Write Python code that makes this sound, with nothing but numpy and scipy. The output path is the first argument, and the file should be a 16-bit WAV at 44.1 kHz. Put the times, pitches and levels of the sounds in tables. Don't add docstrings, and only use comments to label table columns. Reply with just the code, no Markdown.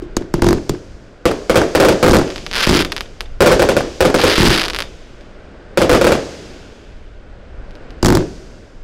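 import sys
import numpy as np
from scipy import signal
from scipy.fft import rfft, irfft
from scipy.io import wavfile

SR = 44100
rng = np.random.default_rng(int(sys.argv[2]) if len(sys.argv) > 2 else 0)


def voltage_ratio(decibels):
    exponent = np.asarray(decibels, float) / 20
    return 10 ** exponent


def to_wav(sig):
    pcm = np.clip(np.atleast_2d(sig), -1, 1) * 32767
    pcm = np.round(pcm).astype(np.int16)
    wavfile.write(sys.argv[1], SR, pcm.T)


N = 389403


def band(x, hz, octaves):
    edges = hz * 2. ** (np.array([-.5, .5]) * octaves)
    return signal.sosfilt(signal.butter(2, edges, "band", fs=SR, output="sos"), x)


def soften(x, hz):
    return signal.sosfilt(signal.butter(2, hz, fs=SR, output="sos"), x)


def unit(x):
    return x / np.sqrt(np.mean(x ** 2))


def spikes(start_s, level_db):
    index = np.clip((start_s * SR).astype(int), 0, N - 1)
    return np.bincount(index, voltage_ratio(level_db), N)


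def ring(x, modes, front_s, front_db):
    t = np.arange(SR // 2) / SR
    swing = 0
    for hz, level_db, t60_s in modes:
        swing = swing - voltage_ratio(level_db) * np.sin(2 * np.pi * hz * t) * 1000. ** (-t / t60_s)
    front = np.full(max(int(front_s * SR), 1), voltage_ratio(front_db))
    return signal.oaconvolve(x, np.concatenate([front, swing]))[:N]


def fade(power, t60_s, rise_s):
    decay_pole = 1e6 ** (-1 / (t60_s * SR))
    rise_pole = np.exp(-1 / (rise_s * SR + 1e-9))
    for pole in (decay_pole, rise_pole):
        power = signal.lfilter([1], [1, -pole], power)
    return np.sqrt(np.abs(power) / (1 + rise_s * SR))


def rough_wall(spread_s, dull_hz):
    t = np.arange(SR // 10) / SR / spread_s
    facets = soften(rng.standard_normal(len(t)) * np.sqrt(t) * np.exp(-t), dull_hz)
    return facets * np.sqrt(2 * dull_hz / SR / np.sum(facets ** 2))


def echo(x, lag_ms, level_db):
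    gap = np.zeros(int(lag_ms / 1000 * SR))
    wall = np.append(gap, voltage_ratio(level_db) * rough_wall(0.0027, 4200))
    return signal.oaconvolve(x, wall)[:N]


# start_s, level_db, wall_lag_ms (tells how far from the wall the shell burst)
SHELL_BURSTS = [(1.255, 14, 57), (1.4966, 13, 47), (1.557, 18, 57), (1.575, 8.5, 61), (1.7501, 14.5, 24),
                (1.8, 18, 36), (1.826, 4.5, 41), (1.849, 14.5, 34), (1.886, 15, 38), (2.0281, 14.5, 34),
                (2.042, 7, 38), (2.062, 6, 46), (2.079, 12, 24), (2.133, 13.5, 59), (2.155, 10, 58),
                (3.4056, 15, 26), (3.42, 15.5, 24.6), (3.46, 16.5, 30), (3.472, 15.5, 33), (3.515, 13, 26),
                (3.525, 9, 26), (3.5953, 11.5, 43), (3.621, 11, 28), (3.6889, 12.5, 28), (3.7668, 11.5, 38),
                (4.0058, 13.5, 40), (4.025, 3.5, 50), (4.052, 14, 47), (4.1431, 13, 52), (4.237, 17, 41),
                (5.774, 13.5, 33), (5.817, 13.5, 27), (5.8947, 13.5, 49), (5.915, 10.5, 35),
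                (5.929, 12.5, 45), (5.949, 12, 21), (6.013, 11.5, 50), (6.044, 10.5, 47), (6.069, 14.5, 37),
                (6.12, 12, 31)]
# pitch_hz, level_db, t60_s
BLAST_MODES = [(477.6, -1.5, 0.016), (523.4, -17, 0.04), (353, -11.5, 0.029), (660, -1.5, 0.0057),
               (1370, -10.5, 0.0047)]
# pitch_hz, level_db, t60_s
BLAST_HEAVE = [(9.1, -23.5, 0.047)]


def bursts():
    wall_db, ground_db = -19, -3.5
    start_s, level_db, wall_ms = np.transpose(SHELL_BURSTS)
    smallness, height = rng.uniform(-1, 1, (len(start_s), 2)).T
    pitch = 1 + 0.09 * smallness
    ground_ms = 5.8 + 0.36 * height
    blast = np.zeros(N + SR)
    span = SR // 3
    for k, start in enumerate((start_s * SR).astype(int)):
        arrivals_s = np.array([0, ground_ms[k] / 1000])
        paths = spikes(arrivals_s, level_db[k] + np.array([0, ground_db]))[:span]
        wall = rough_wall(0.0029, 9300)
        lag = int(wall_ms[k] / 1000 * SR)
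        paths[lag:lag + len(wall)] += voltage_ratio(level_db[k] + wall_db) * wall
        modes = [(hz * pitch[k], mode_db, t60_s) for hz, mode_db, t60_s in BLAST_MODES]
        blast[start:start + span] += ring(paths, modes, 0.0003, 0.17)[:span]
    shots = spikes(start_s, level_db)
    scattered = shots + spikes(start_s + wall_ms / 1000, level_db + wall_db)
    return scattered, blast[:N] + ring(shots, BLAST_HEAVE, 0, -56)


# start_s, thump_db (relative), gas_db (the gas that escapes past the shell, relative)
TUBE_LAUNCHES = [(0.168, -2, -8), (0.34, 1.5, -18), (0.421, 10, -13.5), (0.444, 3, -16.5), (0.467, 7, -11),
                 (0.488, -2.5, -9), (0.508, -4, -20), (0.529, 0.5, -20), (0.695, -2, -9), (2.095, 3, -20),
                 (2.112, 3, -8), (2.12, 3, -10), (2.146, 5.5, -14), (2.168, 4, -11), (2.187, -7, -17),
                 (2.671, 1, -17), (2.693, 4, -6), (2.71, 3, -19), (2.729, 0, -22), (2.75, -2, -14),
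                 (2.77, -6.5, -28), (2.806, -5.5, -25), (4.38, 3, -17), (4.402, 3, -17), (4.432, 7.5, -23),
                 (4.453, -2, -13), (4.471, 8.5, -33), (4.483, -8, -10), (4.504, -8, -10), (8.029, 4.5, -7),
                 (8.048, 9.5, -9), (8.06, -6, -3), (8.067, -2, -9), (8.084, 6.5, -12), (8.088, -7, -7),
                 (8.103, 6.5, -16), (8.124, 3.5, -26), (8.131, -19, -24), (8.152, 3.5, -4.5),
                 (8.171, 1.5, -23)]
# pitch_hz, level_db, t60_s
TUBE_MODES = [(242, 0.5, 0.015), (338.4, -9, 0.06)]
# pitch_hz, level_db, t60_s
MUZZLE_HEAVE = [(22.6, -9.5, 0.087)]
# pitch_hz, level_db, t60_s
YARD_MODES = [(350, -17, .15), (305, -20, .13), (275, -33, .4), (330, -32, .55), (380, -32, .5)]


def launches():
    start_s, thump_db, gas_db = np.transpose(TUBE_LAUNCHES)
    shots = spikes(start_s + 0.000833, thump_db + 2.0)
    walls = spikes(np.append(start_s + 0.039, 0.02), np.append(thump_db, -2.5))
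    jet_shape = fade(spikes(start_s - 0.0015, gas_db) ** 2, 0.008, rise_s=0.0016)
    jet = jet_shape * unit(band(rng.standard_normal(N), 4940, 1.22))
    thump = ring(shots, TUBE_MODES, 0.00033, 5.2) - ring(shots, MUZZLE_HEAVE, 0, -53)
    hum = ring(walls, YARD_MODES, 0, -60)
    answer = band(band(hum, 340, 0.7), 340, 0.85)
    sharp_part = band(thump + jet, 2230, 2.9)
    slap = echo(sharp_part, lag_ms=52, level_db=-24)
    scattered = shots + voltage_ratio(-8.5) * walls
    return scattered, thump + answer + jet + slap


# start_s, level_db
LONE_POPS = [(2.2782, -14), (2.3031, -11), (2.322, -20), (2.3603, -8), (2.3806, -12), (2.465, -5.5),
             (2.5135, -6), (2.5295, -7), (2.822, -7), (2.8488, 1), (2.9204, 0), (2.9236, -5), (2.9651, -2),
             (2.9798, -6), (3.0078, -1.5), (3.2072, -2), (4.7342, -7), (4.7473, -1.5), (4.763, -1.5),
             (4.788, 3), (4.8043, 0.5), (4.8222, -3), (5.21, -30), (7.709, -29), (7.754, -25), (7.906, -24)]
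# start_s, build_up_s, thin_out_s,
# start_pops_per_s, densest_pops_per_s, end_pops_per_s
STAR_SWARMS = [(2.535, .12, .17, 300, 750, 300), (4.15, .25, .222, 90, 850, 450),
               (4.63, .02, .017, 100, 218, 250), (4.682, .011, .012, 350, 250, 350)]
# pitch_hz, level_db, t60_s
STAR_MODES = [(3080, 10.5, 0.00024), (1380, -12, 0.0025)]


def stars():
    loudest_db, spread_db = -0.5, 4.5
    start_s, level_db = np.transpose(LONE_POPS)
    timing, loudness, height = rng.random((3, N))
    t = np.arange(N) / SR
    rate = 0
    for swarm_s, up_s, down_s, *per_s in STAR_SWARMS:
        rate = rate + np.interp(t, np.cumsum([swarm_s, up_s, down_s]), per_s, 0, 0)
    hit = np.flatnonzero(timing < rate / SR)
    start_s = np.append(start_s, hit / SR)
    level_db = np.append(level_db, loudest_db + spread_db * np.log(loudness[hit]))
    ground_ms = np.interp(height[(start_s * SR).astype(int)], [0, 1], [3.5, 6.5])
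    shots = spikes(start_s, level_db)
    ground = spikes(start_s + ground_ms / 1000, level_db - 6)
    pops = ring(soften(shots, 6400) + soften(ground, 4200), STAR_MODES, 0.00012, -0.79)
    return shots, pops + echo(pops, lag_ms=49, level_db=-19)


# centre_hz, after_launch_db, after_burst_db, after_pop_db,
# near_t60_s, far_db (relative to near), far_t60_s
SCATTER = [(39.7, -22.5, -26, -47, 0.072, -24, 0.89), (94, -22.5, -30, -56, 0.17, -33, 3),
           (171, -21.5, -29.5, -44.5, 0.22, -30.5, 1.8), (345.6, -29, -27.5, -46, 0.34, -20.5, 1.64),
           (489, -36.5, -29, -39.5, 0.23, -8.5, 0.71), (1000, -30.5, -23.5, -33.5, 0.067, -40, 0.8),
           (1390, -49.5, -40.5, -51, 0.5, -38.5, 4.4), (2690, -39.5, -32.5, -40, 0.17, -27, 2.97),
           (5070, -41, -37.5, -45.5, 0.12, -17, 1.81), (8400, -51.5, -40, -44, 0.12, -38, 0.44)]


def returns(launch_shots, burst_shots, pop_shots):
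    shots = (launch_shots, burst_shots, pop_shots)
    tails = 0
    for hz, *levels_db, near_t60_s, far_db, far_t60_s in SCATTER:
        power = sum((voltage_ratio(level_db) * x) ** 2 for level_db, x in zip(levels_db, shots))
        near = fade(power, near_t60_s, rise_s=0.00043)
        far = voltage_ratio(far_db) * fade(power, far_t60_s, rise_s=0.016)
        tails = tails + (near + far) * unit(band(rng.standard_normal(N), hz, 0.88))
    return tails


# (per Hz, relative)
NIGHT_COLOUR = [(12, -7), (20, 0), (62, -8.5), (120, -21), (159, -24), (200, -24), (615, -25.5), (681, -30),
                (902, -36), (1620, -36.5), (4630, -52), (9000, -65.5), (11700, -109), (19800, -120)]
# time_s, traffic_db, breeze_db
NIGHT_MOVES = [(0, -37.5, -35), (1.0, -41.5, -40.5), (2.4, -41.5, -32), (4.9, -41.5, -33),
               (5.4, -38.5, -41), (6.3, -35, -43), (7.1, -42.5, -34.5), (7.85, -36, -34), (8.83, -43, -39)]


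def night():
    colour_hz, density_db = np.transpose(NIGHT_COLOUR)
    f = np.fft.rfftfreq(N, 1 / SR)
    colour = voltage_ratio(np.interp(np.log(f + 1), np.log(colour_hz), density_db))
    air = irfft(rfft(rng.standard_normal(N)) * colour, N)
    low = soften(air, 224)
    time_s, *columns = np.transpose(NIGHT_MOVES)
    traffic_db, breeze_db = (np.interp(np.arange(N) / SR, time_s, column) for column in columns)
    gust_db = 1.8 * unit(soften(rng.standard_normal(N), 4))
    tyres = voltage_ratio(-18.5) * unit(band(rng.standard_normal(N), 1490, 0.18))
    traffic = voltage_ratio(traffic_db) * (unit(air - low) + tyres)
    breeze = voltage_ratio(breeze_db + gust_db) * unit(low)
    return traffic + breeze


def scene():
    launch_shots, launch_sound = launches()
    burst_shots, burst_sound = bursts()
    pop_shots, pop_sound = stars()
    bangs = launch_sound + burst_sound + pop_sound
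    mix = bangs + returns(launch_shots, burst_shots, pop_shots) + night()
    return np.tile(mix, (2, 1))


def band_limit(x):
    return signal.sosfilt(signal.butter(12, 16980, fs=SR, output="sos"), x)


def record(dry):
    clip_level, hardness = 0.57, 6
    x = dry + voltage_ratio(-12) * band(dry, 4880, 0.28)
    x = x / (1 + np.abs(x / clip_level) ** hardness) ** (1 / hardness)
    x = signal.sosfilt(signal.butter(1, 5, "high", fs=SR, output="sos"), x)
    x = signal.sosfilt(signal.ellip(8, 0.2, 70, 15700, fs=SR, output="sos"), x)
    flutter = unit(soften(rng.standard_normal(N), 41))
    treble = np.gradient(np.gradient(x[0]))
    unlike = flutter * (voltage_ratio(-40.5) * x[0] + voltage_ratio(-21.5) * treble)
    return band_limit(x + unlike * np.array([[1], [-1]]))


dry = scene()
out = record(dry)
to_wav(out)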